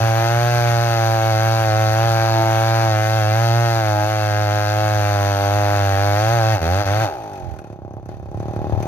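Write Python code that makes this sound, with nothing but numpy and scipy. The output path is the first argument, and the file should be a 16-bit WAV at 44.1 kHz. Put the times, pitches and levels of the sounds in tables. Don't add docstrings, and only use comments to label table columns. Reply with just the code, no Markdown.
import sys
import numpy as np
from scipy import signal
from scipy.fft import rfft, irfft, next_fast_len
from scipy.io import wavfile
from scipy.ndimage import uniform_filter1d, minimum_filter1d

SR = 44100
rng = np.random.default_rng(int(sys.argv[2]) if len(sys.argv) > 2 else 0)


def inscribe(sig):
    pcm = np.round(np.clip(np.atleast_2d(sig).T, -1, 1) * 32767)
    wavfile.write(sys.argv[1], SR, pcm.astype(np.int16))


N = 391166


def from_db(db):
    return 10 ** (np.asarray(db) / 20)


def rms_one(x):
    return x / np.sqrt(np.mean(x ** 2) + 1e-20)


def in_time(rows):
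    s, *columns = np.transpose(rows)
    return [np.interp(np.arange(N) / SR, s, c) for c in columns]


def at_hz(points, hz):
    table_hz, value = np.array(points).T
    return np.interp(np.log(hz), np.log(table_hz), value)


def drift(rate_hz):
    r = np.exp(-80 * np.pi * rate_hz / SR)
    white = rng.standard_normal(N // 40 + 2002)
    slow = signal.lfilter([1], [1, -2 * r, r * r], white)[2000:]
    return np.interp(np.arange(N) / 40, np.arange(len(slow)), rms_one(slow))


def lowpass(x, cutoff_hz):
    return signal.sosfilt(signal.butter(2, cutoff_hz, fs=SR, output="sos"), x)


def bandpass(x, low_hz, high_hz, order=2):
    return signal.sosfilt(signal.butter(order, [low_hz, high_hz], "band", fs=SR, output="sos"), x)


def resonance(x, hz, width_hz):
    r = np.exp(-np.pi * width_hz / SR)
    poles = [1, -2 * r * np.cos(2 * np.pi * hz / SR), r * r]
    return signal.lfilter([(1 - r * r) / 2, 0, (r * r - 1) / 2], poles, x)


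def causal_colour(x, spectrum, lag_s=0.):
    size = next_fast_len(N + SR // 2)
    hz = np.arange(size // 2 + 1) * SR / size
    cepstrum = irfft(np.log(from_db(at_hz(spectrum, hz + 1))), size)
    cepstrum[1:size // 2] *= 2
    cepstrum[size // 2 + 1:] = 0
    response = np.exp(rfft(cepstrum) - 2j * np.pi * hz * lag_s)
    return irfft(rfft(x, size) * response, size)[..., :N]


def clicks(at, sizes):
    out = np.full(N + 2, 1e-18)
    whole = np.clip(at, 0, N).astype(int)
    part = (at - whole) % 1
    np.add.at(out, whole, sizes * (1 - part))
    np.add.at(out, whole + 1, sizes * part)
    return out[:N]


def burst(x, decay_s, white):
    return signal.lfilter([1], [1, -np.exp(-1 / (decay_s * SR))], x) * white


# centre_s, level_db, half_length_s, left_minus_right_db
WIND_GUSTS = [(7.504, -19, 0.06, -18), (8.202, -21.5, 0.41, -2), (8.746, -19, 0.064, 21.5)]
CALM_DB, CALM_PAN_DB = -30, -3


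def gusts():
    t = np.arange(N) / SR
    power = [from_db(2 * CALM_DB) + 0 * t]
    for s, db, half_s, _ in WIND_GUSTS:
        power.append(from_db(2 * db) * np.exp(-((t - s) / half_s) ** 2))
    power = np.array(power)
    sides = np.array([CALM_PAN_DB] + [row[-1] for row in WIND_GUSTS])
    total = power.sum(axis=0)
    return 10 * np.log10(total), sides @ power / total


# time_s, level_db
DEEP_WIND = [(0, -36), (1.5, -39), (6.9, -41), (7.2, -55), (7.7, -62), (8, -50), (8.6, -37.5)]
WIND_HZ = 120


def wind(level_db, pan_db):
    low = bandpass(rng.standard_normal((2, N)), 60, WIND_HZ, order=3)
    deep = bandpass(rng.standard_normal((2, N)), 15, 50)
    port_db = level_db + 1.0 * drift(0.98) + pan_db * np.array([[.5], [-.5]])
    deep_db = in_time(DEEP_WIND)[0] + np.array([[0], [-12.]])
    return from_db(port_db) * rms_one(low) + from_db(deep_db) * rms_one(deep)


# time_s, speed_rev_per_s
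CUT_REVS = [(0.0, 113.2), (0.14, 112.1), (0.49, 120.4), (0.78, 116.1), (0.83, 117.2), (1.05, 112.2),
            (1.14, 112.5), (1.21, 110.7), (1.28, 111.7), (1.34, 109.4), (1.39, 110.0), (1.45, 111.9),
            (1.59, 112.2), (1.72, 107.8), (1.81, 110.1), (1.88, 108.8), (1.96, 110.4), (2.06, 114.8),
            (2.12, 112.6), (2.53, 111.2), (2.73, 112.9), (2.84, 112.2), (2.95, 107.5), (3.17, 110.7),
            (3.24, 105.9), (3.31, 108.1), (3.42, 115.1), (3.51, 114.5), (3.56, 116.5), (3.64, 116.5),
            (3.78, 112.5), (3.84, 107.8), (3.95, 104.6), (4.02, 105.0), (4.11, 107.9), (4.34, 104.1),
            (4.42, 105.2), (4.49, 103.2), (4.52, 104.6), (4.65, 104.1), (4.83, 106.6), (4.96, 105.1),
            (5.03, 102.7), (5.1, 103.0), (5.23, 100.1), (5.29, 100.9), (5.36, 99.6), (5.5, 100.9),
            (5.57, 103.3), (5.68, 101.5), (5.74, 101.9), (5.9, 98.2), (5.96, 97.8), (6.04, 101.1),
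            (6.14, 101.6), (6.26, 110.4), (6.32, 116.3), (6.35, 117.7), (6.43, 110.3), (6.5, 110.1)]
BLIP_REVS = [(6.535, 109.5), (6.595, 84), (6.614, 81.5), (6.638, 78.7), (6.736, 93.5), (6.81, 104.5),
             (6.862, 95.6), (7.03, 113.9), (7.106, 78), (7.126, 72.3), (7.15, 66.4)]
IDLE_REVS = [(7.2, 55.99), (7.33, 48.92), (7.47, 43.03), (7.62, 36.86), (7.78, 33.17), (7.95, 33.86),
             (8.07, 31.53), (8.11, 39.82), (8.2, 33.85), (8.3, 33.9), (8.42, 36.64), (8.6, 37.82),
             (8.87, 37.3)]


def revs():
    return in_time(list(CUT_REVS) + list(BLIP_REVS) + list(IDLE_REVS))[0]


FIRST_IDLE_POP_S = 7.2028


def crank():
    turns = np.cumsum(revs() * (1 + .001 * drift(25.))) / SR
    turns -= turns[int(FIRST_IDLE_POP_S * SR)]
    fired = np.interp(np.arange(np.ceil(turns[0]), turns[-1]), turns, np.arange(N))
    return turns, fired


# shut_s, open_again_s
TRIGGER_RELEASES = [(6.555, 6.615), (6.81, 6.855), (7.048, 9.5)]
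SHUT_S, OPEN_S = 0.026, 0.0013


def throttle(lead_s, shut_s=SHUT_S):
    t, charge = np.arange(N) / SR + lead_s, 1
    for shut, again in TRIGGER_RELEASES:
        dying = np.exp(-np.clip(t - shut, 0, again - shut) / shut_s)
        charge = charge * (1 - (1 - dying) * np.exp(-np.clip(t - again, 0, None) / OPEN_S))
    return charge


WORK_REV_PER_S, IDLE_REV_PER_S = 110, 33
BOGGED_REV_PER_S = 85.4


def level(law, charge, speed):
    open_db, slope_db, waver_db, idle_db, coast_db, scale_rev_per_s = law
    over_work = np.maximum(speed, BOGGED_REV_PER_S) - WORK_REV_PER_S
    driven = from_db(open_db + slope_db * over_work + waver_db * drift(2.54))
    above_idle = 1 - np.exp(-(speed - IDLE_REV_PER_S) / scale_rev_per_s)
    coasting = from_db(idle_db + coast_db * above_idle)
    return 20 * np.log10(charge * driven + (1 - charge) * coasting)


# time_s, extra_db
STRONG_TURNS = [(7.729, 2), (7.85, 3), (7.969, 3), (8.091, 6), (8.229, 1.5), (8.256, 0), (8.287, -1),
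                (8.345, 3.5), (8.402, 4), (8.483, 2.5), (8.51, -1.5), (8.563, 2.5), (8.59, -1),
                (8.642, 1.5), (8.668, -1), (8.695, 0), (8.724, 1), (8.802, 2), (8.83, 0), (8.855, 1)]


def burn(fired, uneven_db):
    extra_db = uneven_db * rng.standard_normal(len(fired))
    for s, db in STRONG_TURNS:
        extra_db[np.argmin(abs(fired - s * SR))] = db
    return extra_db


def per_firing(body, fired, level_db, extra_db):
    power = uniform_filter1d(body(clicks(fired, 0.9)) ** 2, size=4096)
    even = np.sqrt(power + 1e-20)
    whole = fired.astype(int)
    return body(clicks(fired, from_db(level_db[whole] + extra_db) / even[whole]))


# pitch_hz, width_hz, level_db
RATTLE_MODES = [(1400, 230, 3), (2500, 110, -5.5), (4570, 900, -10), (6060, 370, -7), (8800, 500, -17),
                (9900, 500, -18.5), (12200, 700, -14), (12000, 6500, -22)]
RATTLE_SPREAD_DB, RATTLE_LEAD_S, RATTLE_DECAY_S = 4, .004, 0.0087


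def rattle(fired, level_db):
    out, luck = 0, rng.standard_normal((len(fired), len(RATTLE_MODES) + 1))
    for k, (hz, width_hz, db) in enumerate(RATTLE_MODES):
        luck_db = RATTLE_SPREAD_DB * (0.5 * luck[:, k] + 0.9 * luck[:, -1])
        hits = clicks(fired - RATTLE_LEAD_S * SR, from_db(level_db + db + luck_db))
        shakes = burst(hits, RATTLE_DECAY_S, rng.standard_normal((2, N)))
        out = out + resonance(shakes, hz, width_hz) * np.sqrt(SR / width_hz)
    return out


# pitch_hz, level_db_per_hz
RASP_COLOUR = [(30, -45), (80, -1.5), (150, -5.5), (270, -21.5), (600, -11.5), (1050, -9), (1600, -9),
               (2300, -12.5), (3000, -12), (3600, -8), (5400, -9.5), (6400, -4.5), (7300, -18),
               (9000, -13.5), (13000, -4.5), (16000, 15.5)]
# pitch_hz, left_right_likeness
RASP_LIKENESS = [(60, 0.18), (300, 0.19), (1000, 0.62), (2000, 1), (4000, 0.16), (8000, 0.37)]
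# pitch_hz, width_hz, level_db
BAR_MODES = [(2560, 170, 0), (3650, 120, -5), (4500, 150, 2), (6300, 350, -2)]
BITE_TOP_HZ = 2450


def rasp(turns, sharp, strong_db, level_db, bite_db):
    flare = 0.26 + 0.28 * sharp + 3.1 * np.exp(-(turns % 1) / 0.64)
    flare = flare + 0.12 * np.exp(-((turns + .5) % 1) / 0.025)
    white = rng.standard_normal((2, 2, N))
    edges_hz = 30 * 2 ** np.arange(0, 9.2, .4)
    shared, top, out = drift(10.0), drift(7.1), 0
    for k, (low, high) in enumerate(zip(edges_hz, edges_hz[1:])):
        mid, side = bandpass(white[k % 2], low, high)
        alike = np.clip(at_hz(RASP_LIKENESS, np.sqrt(low * high)), -1, 1)
        high_up = np.log2(high / 30) / 9
        flicker_db = 0.58 * high_up * shared + 0.32 * high_up ** 8 * top + 0.48 * drift(11.0)
        fade_db = 5.5 * high_up ** 4 * (5.5 - sharp)
        band_bite_db = bite_db / (1 + (low / BITE_TOP_HZ) ** 4)
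        gain = from_db(flicker_db - fade_db + band_bite_db) * flare ** high_up
        out = out + gain * (np.sqrt(1 + alike) * mid + np.sqrt(1 - alike) * side * [[1], [-1]])
    ring = [sum(from_db(db) * resonance(port, hz, width_hz) for hz, width_hz, db in BAR_MODES) for port in out]
    coloured = causal_colour(out + np.array(ring), RASP_COLOUR)
    treble = bandpass(coloured, 3000, 7000)
    return coloured / np.std(treble) * from_db(level_db + strong_db)


# pitch_hz, level_db
PUFF_COLOUR = [(20, -28), (50, -12), (90, 4.5), (170, 8.5), (260, 1.5), (360, 9), (450, 0), (600, 4),
               (800, 1), (1050, -5), (1600, -21), (3000, -86.5)]


def flow(turns, level_db):
    rush = 1.0 + np.exp(-(turns % 1) / 1.4)
    common, own = rng.standard_normal(N), rng.standard_normal((2, N))
    return from_db(level_db) * rms_one(causal_colour((common + 0.14 * own) * rush, PUFF_COLOUR))


def puff(x):
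    return causal_colour(x, PUFF_COLOUR)


THUMP_HZ, THUMP_WIDTH_HZ, THUMP_LAG_S = 94.6, 34.7, 0.00055


def thump(x):
    late = np.roll(-x, int(THUMP_LAG_S * SR))
    return resonance(resonance(late, THUMP_HZ, THUMP_WIDTH_HZ), THUMP_HZ, THUMP_WIDTH_HZ)


# pitch_hz, width_hz, level_db
SILENCER_MODES = [(798, 103, 5.5), (380, 150, -6.5), (660, 186, -3.5)]
SILENCER_BLUNT_HZ = 850


def silencer(x):
    wave = lowpass(-x, SILENCER_BLUNT_HZ)
    return sum(from_db(db) * resonance(resonance(wave, hz, width_hz), hz, width_hz)
               for hz, width_hz, db in SILENCER_MODES)


# pitch_hz, width_hz, level_db
CASE_MODES = [(871, 22, 3), (1008, 17, 5.5), (1480, 265, 0.5), (1263, 80, -3), (1346, 120, 2.5),
              (1561, 76, 8.5), (1674, 82, 5), (1847, 61, 2.5), (2056, 56, 5), (2222, 26, 1.5),
              (2363, 24, 3), (2655, 73, 3.5), (2890, 42, -1), (3213, 30, 2), (4400, 1100, 4)]
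CASE_LAG_S, CASE_BLUNT_HZ = .001, 3200


def engine_case(x, grip_db):
    blow = lowpass(np.roll(x, int(CASE_LAG_S * SR)), CASE_BLUNT_HZ)
    return sum(from_db(db + grip_db[k]) * resonance(blow, hz, width_hz)
               for k, (hz, width_hz, db) in enumerate(CASE_MODES))


# pitch_hz, level_db
POP_COLOUR = [(120, -5.5), (200, -37), (240, -19), (300, -4), (345, -2), (450, -6), (560, 6.5), (680, 6),
              (790, 10), (900, -1), (1020, -6), (1200, -4), (2000, -21), (5000, -74.5)]
POP_BLUNT_HZ = 1100


def pop(x):
    return causal_colour(lowpass(-x, POP_BLUNT_HZ), POP_COLOUR)


# pitch_hz, width_hz, gain_db
ECHO_BANDS = [(974, 46, -11), (1148, 38, -17), (1201, 33, -11.5), (2022, 13, -5), (2184, 15, -6),
              (2335, 26, -21), (2726, 23, -18), (3110, 49, 1), (870, 35, -5)]


def echoes(x):
    for hz, width_hz, db in ECHO_BANDS:
        x = x - (1 - from_db(db)) * resonance(x, hz, width_hz)
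    return x


# open_db, slope_db_per_rev_per_s, waver_db, idle_db, fast_coast_gain_db, scale_rev_per_s
THUMP_LEVEL = (-4, 0.0461, 1, -27, 0, 35)
POP_LEVEL = (-4.5, 0.07, 0.57, -26.5, 14, 24)
CASE_LEVEL = (-12, 0.0351, 0.56, -58.5, 44.5, 30)
RASP_LEVEL = (-19, 0.13, 0.02, -53, 18, 10.5)
RING_LEVEL = (-25, -0.6, 7, -32, 24.5, 21)
FLOW_LEVEL = (-39, .01, .1, -34.5, -5, 10)
# time_s, ring_db, pop_db, boom_db, hiss_db, rattle_db
WIND_DOWN_OFFSETS = [(7.05, 2, 1, 0.5, -0.5, 0), (7.15, -0.5, -1.5, 2, -1, -0.5),
                     (7.25, 2.5, 3, -2, 0.5, -1), (7.4, 5.5, 2.5, 1, 1, 3), (7.55, 4, 1, -4, 1, 6),
                     (7.7, 1, 0.5, -3, 2, 3), (7.78, 2, 2.5, -2, 1, -9), (7.95, 4, 2.5, -1.5, -1, -4),
                     (8.1, -0.5, 0.5, -2, 2, 0), (8.25, 0.5, 0.5, 1, 0.5, -3), (8.55, 0, 2, 1, -1.5, -2),
                     (8.72, 3, 3, -2, 1, -10), (8.78, 2, 1.5, -1.5, 0, -4), (8.82, 2, 1.5, -2, 2.5, 5)]
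# time_s, firing_spread_us, rasp_below_treble_db, open_bark_db, case_snarl_db, boom_db
CHAIN_BITE = [(0, 8.6, 6.5, -37, -1, 0), (.5, 10, 2.5, -47, 0, -1.5), (1, 7.8, 3, -41, -1, -1.5),
              (1.5, 11, 2.5, -35.5, 1, 0), (2.2, 11, 4.5, -40, 0, 0), (2.8, 11, 5, -46, 1, -1),
              (3.1, 11, 0.5, -48, 0.5, -1), (3.4, 9.3, 2.5, -50, 1.5, 2), (3.7, 11, 1.5, -52, 1, 0.5),
              (4.1, 23, 2.5, -53, -0.5, -0.5), (4.6, 23, 4, -52, 1, -0.5), (5.2, 28, 3.5, -29, -1.5, -2.5),
              (5.7, 23, 5.5, -26, -1, -2), (6.1, 15, 2, -35, -0.5, 0), (6.5, 12, 5.5, -38, 1, 0.5),
              (6.62, 10, 4.5, -10.5, -1.5, 3.5), (6.8, 10, 6.5, -19, 0, -2), (7.05, 10, 8, -33, -3, -2.5)]
THUMP_LEAD_S, RING_LEAD_S = 0.0124, 0.034
THUMP_SHUT_S = 0.008
SILENCER_LAG_TURNS, FIRST_RING_DB = .36, -4.5
RING_ROUGH, RING_GUST_S = .07, .005
RATTLE_DB, RATTLE_DB_PER_REV_PER_S = -50, .5
RATTLE_TOP_REV_PER_S = 49


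def scene():
    speed, charge = revs(), throttle(0)
    pop_db, case_db, rasp_db, flow_db = [
        level(law, charge, speed) for law in (POP_LEVEL, CASE_LEVEL, RASP_LEVEL, FLOW_LEVEL)]
    thump_db = level(THUMP_LEVEL, throttle(THUMP_LEAD_S, THUMP_SHUT_S), speed)
    ring_db = level(RING_LEVEL, throttle(RING_LEAD_S), speed)
    *winding_db, rattle_db = in_time(WIND_DOWN_OFFSETS)
    ring_db, pop_db, thump_db, rasp_db = np.add([ring_db, pop_db, thump_db, rasp_db], winding_db)
    spread_us, bite_db, bark_db, snarl_db, boom_db = in_time(CHAIN_BITE)

    turns, fired = crank()
    fired_speed = speed[fired.astype(int)]
    uneven_db = np.interp(fired_speed, [37, 44, 100], [1.8, .4, .35])
    idling = np.interp(fired_speed, [38, 44], [1, 0])
    spread, ring_luck, early_late, ring_late = rng.standard_normal((4, len(fired)))
    fired = fired + .0004 * SR * idling * early_late
    whole = fired.astype(int)
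    fired_speed = speed[whole]
    extra_db = burn(fired, uneven_db)
    shaken = fired + 1e-6 * spread_us[whole] * SR * spread
    sharp = np.clip(np.interp(speed, [38, 60], [.08, 1]), .001, 1)

    pops = per_firing(pop, shaken, pop_db + 20 * np.log10(sharp), (0.5 + 1.2 * idling) * extra_db)
    dull = from_db(pop_db) * (1 - sharp) + from_db(bark_db) * charge
    puffs = per_firing(puff, fired, 20 * np.log10(dull + 1e-5), extra_db)
    booms = per_firing(thump, fired, thump_db + boom_db, (1.34 + 0.8 * idling) * extra_db)

    returned = np.minimum(fired + SILENCER_LAG_TURNS * SR / fired_speed, N - 200)
    returned = returned + 0.00067 * SR * idling * ring_late
    gusty = RING_ROUGH * np.interp(speed, [37, 46], [1.3, .15]) * rng.standard_normal(N)

    def rough_silencer(x):
        return silencer(x + burst(x, RING_GUST_S, gusty))

    rings = per_firing(rough_silencer, np.r_[fired, returned], ring_db,
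                       np.r_[FIRST_RING_DB + extra_db, uneven_db * ring_luck])
    grip_db = [2.3 * drift(7.9) for mode in CASE_MODES]
    snarl = per_firing(lambda x: engine_case(x, grip_db), shaken, case_db + snarl_db,
                       (.6 + 2.2 * idling) * extra_db)

    held_db = extra_db[np.clip(np.searchsorted(fired, np.arange(N)) - 1, 0, None)]
    strong_db = 0.57 * held_db * np.exp(-(turns % 1) / 0.52)
    noise = rasp(turns, sharp, strong_db, rasp_db, bite_db) + flow(turns, flow_db + .5 * held_db)
    shut_db = 20 * np.log10(1 - charge[whole] + 1e-4)
    above_idle = np.minimum(fired_speed, RATTLE_TOP_REV_PER_S) - IDLE_REV_PER_S
    shake_db = RATTLE_DB + rattle_db[whole] + shut_db + RATTLE_DB_PER_REV_PER_S * above_idle
    noise = noise + rattle(fired, shake_db + 1.7 * extra_db)
    return echoes(pops + puffs + booms + rings + snarl + noise) + wind(*gusts())


GAIN_FROM_DB, GAIN_SHARE, GAIN_HOLD_S, GAIN_BACK_DB_PER_S = -21, 0.75, 1.15, 19


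def gain_control(x):
    loud_db = 10 * np.log10(uniform_filter1d(np.mean(x ** 2, axis=0), size=4410) + 1e-12)
    cut_db = GAIN_SHARE * np.clip(loud_db - GAIN_FROM_DB, 0, None)
    hold = 2 * int(GAIN_HOLD_S * SR / 2) + 1
    held_db = -minimum_filter1d(-cut_db, size=hold, origin=hold // 2, mode="nearest")
    ramp_db = GAIN_BACK_DB_PER_S * np.arange(N) / SR
    return x * from_db(ramp_db - np.maximum.accumulate(held_db + ramp_db))


# pitch_hz, left_minus_right_db
PORT_SHADE = [(60, -2.5), (200, -1.5), (500, -1.5), (900, 1), (1300, 4.5), (2400, 5), (4000, 3), (6000, 13),
              (7200, 17.5), (9000, 16.5), (12000, 24.5), (15000, 18)]
RIGHT_LAG_S, RUMBLE_CUT_HZ, CUTOFF_HZ = 0.000055, 18, 15950


def record(dry):
    left_db = [(hz, min(db / 2, 5.)) for hz, db in PORT_SHADE]
    right_db = [(hz, min(db / 2, 5.) - db) for hz, db in PORT_SHADE]
    left = causal_colour(dry[0], left_db)
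    right = causal_colour(dry[1], right_db, RIGHT_LAG_S)
    rounded = 0.83 * np.tanh(gain_control(np.array([left, right])) / 0.77)
    rounded = signal.sosfilt(signal.butter(2, RUMBLE_CUT_HZ, "high", fs=SR, output="sos"), rounded)
    return signal.sosfilt(signal.cheby2(12, 70, CUTOFF_HZ, fs=SR, output="sos"), rounded)


dry = scene()
out = record(dry)
inscribe(out)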